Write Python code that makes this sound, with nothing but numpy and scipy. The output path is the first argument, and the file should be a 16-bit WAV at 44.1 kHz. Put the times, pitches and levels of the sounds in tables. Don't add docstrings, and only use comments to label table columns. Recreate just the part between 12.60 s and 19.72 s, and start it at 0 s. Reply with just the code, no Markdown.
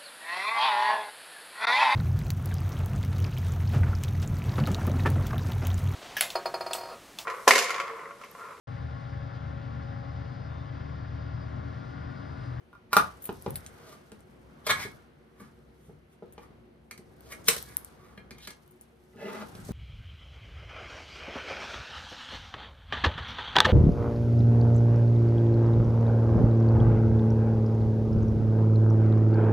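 import sys
import numpy as np
from scipy import signal
from scipy.io import wavfile

SR = 44100
rng = np.random.default_rng(int(sys.argv[2]) if len(sys.argv) > 2 else 0)


def waveform_to_disk(signal):
    frames = np.transpose(np.atleast_2d(signal))
    scaled = np.clip(frames, -1, 1) * 32767
    samples = np.round(scaled).astype(np.int16)
    wavfile.write(sys.argv[1], SR, samples)


N = 313992

# f/Hz, width/Hz, level/dB
FRIDGE_HUM = [(63, 6.1, -65), (151, 13, -70), (228, 4.5, -68.5), (364.6, 22, -68), (469, 22, -73)]
# f/Hz, level/dB
AIR_COLOR = [(15, -38), (25, -15.5), (59, -8), (114, -13), (236, -1.5), (293, -0.5), (373, -14), (775, -16),
             (2280, -17), (7310, -37), (10400, -30), (13600, -44), (16000, -72)]
LEAN_COLOR = [(24, -27.5), (40, -5), (113, 1.5), (482, -5.5), (563, -18), (625, -8.5), (900, -17),
              (1170, -44.5), (1980, -120)]
RUB_COLOR = [(290, -35.5), (500, -10), (647, -5.5), (912, -8), (1080, -5), (1330, -6.5), (1970, -13),
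             (6500, -31.5), (8450, -59), (14300, -120)]
RUSTLE_COLOR = [(2650, -21), (4500, 2.5), (5930, -10), (6590, -5), (7260, -3.5), (8330, -10), (13100, -3.5),
                (14500, -4), (16000, -26.5)]
# t/s, leaning level/dB, rubbing level/dB, rustling level/dB
HAND_MOVES = [(0.0, -61, -69.5, -108), (0.36, -60, -68, -101), (0.5, -58.5, -64.5, -78),
              (0.79, -55.5, -63, -64), (1.19, -56, -57, -71.5), (1.63, -57.5, -66.5, -77),
              (2.08, -56.5, -60, -76.5), (2.26, -50.5, -56.5, -59), (2.52, -61.5, -68, -87.5),
              (3.11, -59.5, -69.5, -78.5), (3.45, -64.5, -73, -93.5), (3.86, -58.5, -66, -102),
              (4.28, -61, -74.5, -86), (4.68, -55.5, -63, -71), (4.82, -49.5, -62.5, -66.5),
              (4.94, -55, -48.5, -39.5), (5.1, -54.5, -89, -65), (5.29, -56.5, -67.5, -73),
              (5.69, -56.5, -66.5, -104.5), (6.01, -64, -67.5, -76.5), (6.31, -65, -71, -79.5),
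              (6.58, -60, -75.5, -74.5), (6.76, -54, -46, -57.5), (6.86, -52, -54, -63),
              (7.12, -57.5, -58.5, -55.5)]
# t/s, level/dB, favored f/Hz, ring length (0-1), crack against ring/dB
OPENER_CLACKS = [(.129, -44, 1290, 0.4, -20.5), (.151, -44, 1288, 0.6, -21),
                 (.3303, -12.5, 1020, 0.34, -4.5), (.3668, -2, 1200, 0.2, -12),
                 (.3718, -11, 1247, 0.2, -15), (.3765, -19, 850, 0.4, -25.5), (.383, -20, 900, 0.2, -22),
                 (.394, -19, 1000, 0.6, -25.5), (.404, -26.5, 950, 0.4, -23),
                 (.42, -33.5, 1050, 0.9, -25.5)]
SOFT_THUDS = [(.372, -29.5, 204, 0.8, -49.5), (.691, -20.5, 900, 0.34, -10.5), (.862, -20.5, 734, 0.7, -12),
              (.875, -25.5, 152, 1, -34), (1.518, -39.5, 451, 0.99, -1), (2.11, -30, 180.4, 1, -35),
              (2.25, -32.5, 290, 1, -23), (3.623, -35, 636, 1, -46), (3.779, -35.5, 654, 0.9, -2.5),
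              (3.905, -40, 204, 0.32, -27.5), (4.39, -41, 330, 1, -36), (4.885, -40.5, 559, 1, -15),
              (4.938, -43, 150.6, 0.8, -29), (5.578, -39, 472, 0.56, -17), (5.876, -39, 485, 0.76, -30.5),
              (5.712, -37.5, 194, 0.96, -29), (6.558, -39.5, 244.6, 0.52, -28), (6.93, -40, 107, 0.7, -24),
              (6.95, -35, 107, 0.1, -32), (6.985, -35, 90, 0.52, -27), (7.012, -38, 92, 0.25, -38),
              (7.06, -41, 89, 1, -27), (7.084, -38, 500, 0.6, -17), (7.091, -24, 239, 0.52, -30),
              (7.106, -21.5, 101, 1, -39)]
TIN_CLINKS = [(2.066, -28, 736, 1, 4), (2.068, -26, 3370, 0.7, -1), (2.074, -32, 1050, 0.5, 4),
              (2.083, -45, 3400, 0.5, -13), (2.094, -16.5, 1040, 1, -29), (2.101, -26, 1740, 0.5, -24),
              (2.1035, -17, 1254, 0.16, -8), (2.106, -40, 3600, 0.6, -16), (2.11, -19.5, 1750, 0.15, -23),
              (2.113, -17.5, 1264, 0.5, -14), (2.114, -46, 3430, 0.5, -25), (2.12, -27.5, 1710, .35, -37.5),
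              (4.310, -35.5, 1470, 0.1, -5.5), (4.311, -39.5, 4200, 0.1, 5.5),
              (4.377, -49.5, 4500, 0.15, 8), (4.721, -42, 1673, 1, 4), (4.883, -22, 533, 0.73, -18),
              (4.8845, -16.5, 4700, 0.1, 3), (4.885, -29.5, 1600, 0.04, 1), (4.8895, -30, 533, 0.53, -13),
              (5.576, -38.5, 2030, 0.53, -14), (5.577, -50, 2800, 0.5, -16), (5.708, -40, 2100, 0.17, 0),
              (5.711, -46, 5320, 0.6, -11), (5.745, -49, 2150, 0.5, -29.5), (5.783, -50.5, 1700, 0.9, 4.5),
              (5.874, -31.5, 3330, 0.02, -2), (5.877, -36.5, 1670, 0.65, -19), (5.872, -36, 5000, 0.5, -3),
              (5.895, -47.5, 4250, 0.93, -17), (5.905, -49.5, 10700, 0.4, 12)]
HAND_BUMPS = [(2.80, -44, 300, 0.92, -33.5), (2.811, -45.5, 204, 0.53, -32), (2.826, -54, 229.5, 0.8, -34),
              (3.28, -45, 198.3, 0.72, -41.5), (3.292, -43, 393, 0.73, -42.5)]
# f/Hz, level/dB, t60/s
OPENER_MODES = [(750, -15, 0.03), (898, -18.5, 0.09), (1000, -10.5, 0.18), (1137, 1.5, 0.058),
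                (1160, -5, 0.1), (1240, -3.5, 0.018), (1435, 2, 0.065), (1770, -10, 0.015),
                (2389, -11.5, 0.049), (2900, -24, .02), (3620, -3, 0.038)]
COUNTER_MODES = [(75, -8, .1), (105, -3, .1), (150, 0, .1), (222, -2, .07), (280, -4, .05), (370, -2, .05),
                 (463, -2, .045), (614, -5, .04), (861, -7, .03), (980, -8, .03), (1210, -10, .03),
                 (1520, -15, .025), (2370, -22, .02)]
TIN_MODES = [(465, -2, .05), (610, -4, .05), (1070, -5, .06), (1180, -7, .07), (1300, -5, .05),
             (1685, -3, .1), (1870, -9, .05), (2150, -4, .14), (2400, -8, .12), (2850, -13, .06),
             (3200, -5, .1), (3400, -12, .04), (3610, -11, .05), (3890, -15, .04), (4175, -6, .12),
             (4400, -18, .1), (4665, -6, .1), (5400, -16, .05), (6110, -8, .08), (8420, -13, .08),
             (10600, -18, .08), (11750, -22, .07)]
# t/s of hardest
# push, length/s, level/dB, hiss against ring/dB, favored f/Hz
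SCRAPE_STROKES = [(0.325, 0.022, -42.5, -31.5, 1194), (0.362, 0.015, -34.5, -32.5, 1203),
                  (1.278, 0.47, -53, -44, 640), (1.2, 0.093, -75, -36, 960), (1.3, 0.12, -53, -28, 610),
                  (1.33, 0.064, -53, -16, 1080), (2.074, 0.019, -27.5, -16.5, 1090),
                  (2.106, 0.023, -18.5, -40.5, 1540), (2.108, 0.054, -26.5, -30.5, 3510),
                  (2.173, 0.092, -44.5, -49, 1916), (2.212, 0.062, -40.5, -31.5, 1490),
                  (2.231, 0.12, -35.5, -36.5, 2260), (2.809, 0.051, -54, -8, 1400),
                  (2.855, 0.14, -58.5, -29, 1250), (3.258, 0.24, -73, 2.5, 3330),
                  (3.532, 0.083, -77, 6.5, 3440), (3.832, 0.11, -58, -16, 1205), (3.95, 0.45, -85, -24, 3390),
                  (4.66, 0.076, -54, -26.5, 480), (4.72, .12, -48, -28, 650), (4.8, 0.08, -61.5, -24, 1160),
                  (4.728, 0.047, -42.5, -5, 1690), (4.873, 0.01, -41, -4, 3996), (5.109, 0.16, -53, -8, 1660),
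                  (5.466, 0.56, -61, -21, 1140), (5.83, 0.096, -52, -23, 3760),
                  (5.85, 0.045, -46.5, -21, 4180), (5.908, 0.065, -70.5, -12, 3380),
                  (5.909, 0.0094, -60, -1, 4200)]
# t/s, level/dB, f/Hz, dull part/dB, crackle afterwards/dB
PLASTIC_TICKS = [(.5375, -53, 13000, -15, -32), (.5735, -50, 12900, -12, -25),
                 (.617, -47.5, 13000, -20, -8), (.6215, -28.5, 12700, -24, -1),
                 (0.641, -20.5, 13500, -21, -9), (0.655, -16, 11640, -16, -7),
                 (.7275, -31, 12700, -25, -24), (0.8233, -28.5, 11000, -20.5, -14),
                 (.884, -34, 11000, -20.5, -23), (0.9065, -19.5, 11700, -17, -18),
                 (.944, -32, 11000, -11, -15), (0.957, -18, 11000, -12, -10), (1.0635, -28, 7640, -7.5, -8),
                 (1.519, -34, 9200, -24, -9), (1.606, -44, 8600, -21, -17), (3.7245, -35.5, 10100, -16, -4),
                 (4.6075, -35, 12150, -15, -26), (4.845, -38, 8000, -33, -20),
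                 (5.0268, -20.5, 11500, -23, -23), (5.038, -40, 11000, -20, -25),
                 (5.169, -8, 10800, -21, -34), (5.2474, -24, 10300, -19.5, -15),
                 (6.063, -48, 10400, -36, -13.5), (6.078, -42.5, 12800, -22, -28),
                 (6.1095, -41.5, 10540, -18, -7), (6.1607, -47, 13300, -11, -16),
                 (6.2119, -29, 10900, -23, -10), (6.9523, -33, 8900, 1, -7), (7.087, -39, 6100, -19, -16)]
# t/s, level/dB, t60/s
LANDINGS = [(4.876, -29, 0.1), (4.882, -15.5, 0.05), (4.8842, -7.5, 0.012), (4.8888, -14.5, 0.012),
            (4.965, -27.5, 0.026)]
# t/s, level/dB, runners against box/dB
DRAWER_SLIDE = [(6.53, -60, -10), (6.546, -64, -18), (6.585, -47.5, -31.5), (6.63, -40, -35),
                (6.67, -38.5, -22), (6.71, -39.5, -7), (6.784, -43.5, -16), (6.794, -48, -1),
                (6.824, -38, -8.5), (6.836, -60, -8), (6.9, -81, -13)]
# f/Hz, width/Hz, level/dB
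SCRAPE_MODES = [(475, 40, 1), (650, 90, -6), (960, 70, -5), (1159, 100, 1), (1311, 55, -3.5),
                (1490, 45, -5), (1685, 40, 1), (1760, 45, -7), (1900, 60, -2), (2040, 50, -9),
                (2200, 30, 4), (3190, 50, -4), (3393, 60, -1), (3620, 60, -2), (3890, 120, -8.5),
                (4090, 43, -5.5), (4680, 76, -12.5), (5790, 220, -9)]
DROP_MODES = [(494, 68, 0), (612, 8.7, 8), (1184, 29, -5.5), (1470, 17, -0.5), (1800, 78, -5.5),
              (2410, 190, -7), (4224, 350, -3.5), (4680, 590, -6.5), (5700, 330, -6), (7950, 50, 5.5),
              (8100, 120, 5), (10760, 40, 1.5), (10600, 120, -2), (11300, 80, -9), (13270, 73, 4.5)]
DRAWER_MODES = [(204.3, 20.3, 5), (391.5, 76, 2.5), (603, 170, -2), (880, 7.1, 8), (1246, 45, -8.5),
                (1724, 40, -4.5), (2010, 25, -4), (2624, 48, -8), (2830, 17, -9)]
# f/Hz, likeness (1 = the same, 0 or less = unrelated)
STEREO_LIKENESS = [(60, 0.9), (180, 0.8), (550, -0.23), (1650, -0.37), (4970, 0.45), (15000, 0.2)]
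# f/Hz, t60/s
ROOM_FADE = [(64, 0.54), (250, 0.24), (1000, 0.24), (4000, 0.2), (15000, 0.16)]
# t/s of delay, level/dB
WALL_ECHOES = [(.0048, -4.5), (.0092, -12), (0.0154, -10.5), (0.028, -15.5)]


def amp(db):
    return 10 ** (np.asarray(db) / 20)


def unit_level(x):
    return x / np.sqrt(np.mean(x ** 2) + 1e-20)


def over_time(rows):
    times, *columns = np.transpose(rows)
    return [np.interp(np.arange(N) / SR, times, db, left=-150, right=-150) for db in columns]


def at_hz(points, hz):
    freqs, values = np.transpose(points)
    return np.interp(np.log(hz), np.log(freqs), values)


def drift(rate_hz):
    step = 40
    pole = np.exp(-2 * np.pi * rate_hz * step / SR)
    slow = signal.lfilter([1], [1, -2 * pole, pole ** 2], rng.standard_normal(N // step + 2002))[2000:]
    return np.interp(np.arange(N) / step, np.arange(len(slow)), unit_level(slow))


def filtered(x, hz, kind, order=2):
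    return signal.sosfilt(signal.butter(order, hz, kind, fs=SR, output="sos"), x)


def resonate(x, hz, width_hz):
    r = np.exp(-np.pi * width_hz / SR)
    feedback = [1, -2 * r * np.cos(2 * np.pi * hz / SR), r * r]
    return signal.lfilter(np.array([1, 0, -1]) * (1 - r * r) / 2, feedback, x)


def grains(per_s, spread_db):
    sizes = amp(spread_db * np.minimum(rng.exponential(1, N), 4.0)) * rng.choice([-1, 1], N)
    return unit_level(sizes * (rng.random(N) < per_s / SR))


def colored(color, flicker_db, noise=None):
    if noise is None:
        noise = rng.standard_normal((2, 2, N))
    out, edges = 0, 25 * 2 ** np.arange(0, 9.6, .5)
    for k, (low, high) in enumerate(zip(edges, edges[1:])):
        if color[0][0] <= high and low <= color[-1][0]:
            hz = np.sqrt(low * high)
            mid, side = filtered(noise[k % 2], [low, high], "band")
            alike = np.clip(at_hz(STEREO_LIKENESS, hz), 0, 1)
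            gain = amp(at_hz(color, hz) + flicker_db * drift(4.8))
            out = out + gain * (np.sqrt(1 + alike) * mid + np.sqrt(1 - alike) * side * [[1], [-1]])
    return unit_level(out)


def knocks(events, modes, focus_db, scatter_db, crack_hz, detune, contact_s):
    out, t = np.zeros(N + SR), np.arange(SR // 7) / SR
    for s, peak_db, favored_hz, length, crack_db in events:
        strengths, shifts = rng.standard_normal((2, len(modes)))
        knock = np.zeros(len(t))
        for (hz, db, t60), strength, shift in zip(modes, strengths, shifts):
            hz *= 1 + detune * shift
            age = np.maximum(t - abs(shift) * 0.39 / hz, 0)
            level_db = db + scatter_db * strength - focus_db * np.log2(hz / favored_hz) ** 2
            fade_db = 60 * age / (t60 * np.clip(length, .05, 1))
            knock += amp(level_db - fade_db) * np.sin(2 * np.pi * hz * age)
        knock *= np.clip(t / contact_s, 0, 1)
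        knock /= np.abs(knock).max()
        crack = filtered(rng.standard_normal(400), [crack_hz / 20, crack_hz], "band")
        knock[:400] += amp(crack_db - 60 * t[:400] / 0.032) * crack
        out[round(s * SR):][:len(t)] += amp(peak_db) * knock
    return out[:N]


def shaken_body(contacts, modes, broad_db, waver_db):
    rings = sum((-1) ** k * amp(db + waver_db * drift(10.0)) * resonate(contacts, hz, width)
                for k, (hz, width, db) in enumerate(modes))
    return unit_level(rings + amp(broad_db) * resonate(contacts, 2100, 2500))


def fridge(air_db=-68):
    hum = 0
    for hz, width, db in FRIDGE_HUM:
        tone = resonate(rng.standard_normal(N), hz, width)
        hum += amp(db) * unit_level(resonate(tone, hz, width))
    return hum + amp(air_db) * colored(AIR_COLOR, flicker_db=1.1)


def hands(blows, shiver_t60_s=0.58, stray_ticks_per_s=37):
    lean_db, rub_db, rustle_db = over_time(HAND_MOVES)
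    decay = amp(-120 / (shiver_t60_s * SR))
    shiver = np.sqrt(signal.lfilter([1], [1, -decay], blows ** 2) / (.01 * SR))
    leaning = colored(LEAN_COLOR, flicker_db=1.5)
    rubbing = colored(RUB_COLOR, flicker_db=1.2)
    crinkle = np.array([grains(4900, spread_db=-4.0) for _ in range(4)]).reshape(2, 2, N)
    rustle = colored(RUSTLE_COLOR, flicker_db=0.84, noise=crinkle)
    rustle *= amp(2.7 * drift(40))
    stray_ticks = amp(14) * rng.standard_normal(N) * (rng.random(N) < stray_ticks_per_s / SR)
    rustle += 2 * resonate(resonate(stray_ticks, 11000, 7000), 11000, 7000)
    return (amp(lean_db) * leaning
            + (amp(rub_db) + amp(-30) * shiver) * rubbing
            + (amp(rustle_db) + amp(-40) * shiver) * rustle)


def opener_clacks():
    return knocks(OPENER_CLACKS, OPENER_MODES, focus_db=5.0, scatter_db=1.5,
                  crack_hz=14500, detune=.01, contact_s=.0009)


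def scrapes(rise_share=0.59, edge_db=-19):
    out, grit = np.zeros(N), grains(4000, spread_db=3.5)
    rings = [amp(db) * resonate(grit, hz, width) for hz, width, db in SCRAPE_MODES]
    ring_size = np.std(sum(rings))
    hiss = unit_level(resonate(resonate(grit, 9500, 7000), 5500, 7600))
    broad = unit_level(resonate(grit, 3000, 5800))
    for s, length, db, hiss_db, favored_hz in SCRAPE_STROKES:
        rise, fall = rise_share * length, (1 - rise_share) * length
        now = np.arange(round((s - 2 * rise) * SR), round((s + 2 * fall) * SR))
        from_peak = np.maximum((s - now / SR) / rise, (now / SR - s) / fall)
        pressure = amp(db + edge_db * from_peak)
        ringing = sum(ring[now] * amp(-20.0 * abs(np.log2(hz / favored_hz)))
                      for ring, (hz, _, _) in zip(rings, SCRAPE_MODES))
        out[now] += pressure * (2 * ringing / ring_size + amp(hiss_db) * hiss[now]
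                                + amp(-10.5) * broad[now])
    return out


def soft_thuds():
    return knocks(SOFT_THUDS, COUNTER_MODES, focus_db=4.5, scatter_db=2.0,
                  crack_hz=3500, detune=.05, contact_s=.0014)


def plastic_ticks(tick_t60_s=0.0025, settle_t60_s=0.08):
    t = np.arange(3000) / SR
    out = np.zeros(N + len(t))
    for s, peak_db, hz, dull_db, settle_db in PLASTIC_TICKS:
        noise, settle_noise = rng.standard_normal((2, len(t)))
        cracks = noise * amp(-60 * t / tick_t60_s)
        cracks /= np.abs(cracks).max()
        crackle = settle_noise * noise ** 2 / 6
        cracks += amp(settle_db - 60 * t / settle_t60_s) * crackle * np.clip(t / .002, 0, 1)
        bright = resonate(resonate(cracks, hz, 0.57 * hz), hz, 0.57 * hz)
        tick = bright + amp(dull_db) * resonate(cracks, 3800, 3500)
        out[round(s * SR):][:len(t)] += amp(peak_db) * tick / np.abs(tick).max()
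    return out[:N]


def tin_clinks():
    return knocks(TIN_CLINKS, TIN_MODES, focus_db=12.0, scatter_db=2.5,
                  crack_hz=11000, detune=.004, contact_s=.001)


def hand_bumps():
    return knocks(HAND_BUMPS, COUNTER_MODES, focus_db=10.0, scatter_db=2.0,
                  crack_hz=800, detune=.05, contact_s=.007)


def opener_drop(crack_t60_s=0.018):
    t, loudness = np.arange(N) / SR, 0
    for s, db, t60 in LANDINGS:
        age = np.clip(t - s, 0, 1)
        rush, crack = amp(-60 * age / t60), amp(-1.0 - 60 * age / crack_t60_s)
        loudness += (t >= s) * amp(db) * (rush + crack)
    contacts = grains(9000, spread_db=2.2)
    ringing = shaken_body(contacts, DROP_MODES, broad_db=-7.5, waver_db=-5.5)
    broad = unit_level(resonate(contacts, 5600, 8600))
    hiss = unit_level(resonate(contacts, 7300, 4100))
    return amp(-9.5) * loudness * (ringing + amp(-5.0) * broad + amp(-6.5) * hiss)


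def drawer():
    slide_db, rasp_db = over_time(DRAWER_SLIDE)
    grit = grains(1500, spread_db=2.5)
    rasp = unit_level(resonate(grit, 1270, 160) + amp(-12.0) * resonate(grit, 1330, 160)
                      + amp(-28.0) * resonate(grit, 1900, 130))
    box = shaken_body(grit, DRAWER_MODES, broad_db=-24.0, waver_db=-2.4)
    return amp(slide_db) * (box + amp(rasp_db) * rasp)


def kitchen(x, tail_db=-29.5, tilt_db_per_octave=-1, right_lag_samples=3):
    t = np.arange(SR // 2) / SR
    response = np.zeros((2, len(t)))
    for low in 45 * 2. ** np.arange(9):
        mid_hz = np.sqrt(2) * low
        shared, own = rng.standard_normal(len(t)), rng.standard_normal((2, len(t)))
        alike = np.clip(at_hz(STEREO_LIKENESS, mid_hz), 0, 1)
        noise = np.sqrt(alike) * shared + np.sqrt(1 - alike) * own
        tail = noise * amp(-60 * t / at_hz(ROOM_FADE, mid_hz))
        gain = amp(tilt_db_per_octave * np.log2(max(low, 500) / 1000))
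        response += gain * filtered(tail, [low, min(2 * low, .45 * SR)], "band")
    response *= amp(tail_db) * np.clip(t / 0.006, 0, 1)
    response[[0, 1], [0, right_lag_samples]] += 1
    echoes = np.zeros_like(response)
    for s, db in WALL_ECHOES:
        arrivals = (s * SR + rng.uniform(-6, 6, 2)).astype(int)
        echoes[[0, 1], arrivals] += amp(db)
    response += filtered(echoes, 2500, "low")
    return signal.fftconvolve(x[None], response, axes=1)[:, :N]


def scene():
    blows = opener_clacks() + soft_thuds() + hand_bumps() + tin_clinks() + opener_drop()
    sliding = scrapes() + amp(-2.5) * drawer()
    ticks = plastic_ticks()
    room_share = 0.25
    close_ticks = (1 - room_share) * np.array([ticks, np.roll(ticks, 2)])
    room = kitchen(blows + sliding + room_share * ticks)
    return room + close_ticks + hands(blows + ticks) + fridge()


def record(dry):
    heard = filtered(dry, 46.0, "high", order=4)
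    heard += 0.15 * filtered(heard, 170, "low", order=1) * [[1], [-1]]
    heard -= 0.37 * resonate(heard, 7250, 910)
    heard = filtered(heard, 15500, "low", order=4)
    heard = .93 * np.tanh(heard / .93)
    return signal.sosfilt(signal.cheby2(10, 60, 16600, fs=SR, output="sos"), heard)


dry = scene()
out = record(dry)
waveform_to_disk(out)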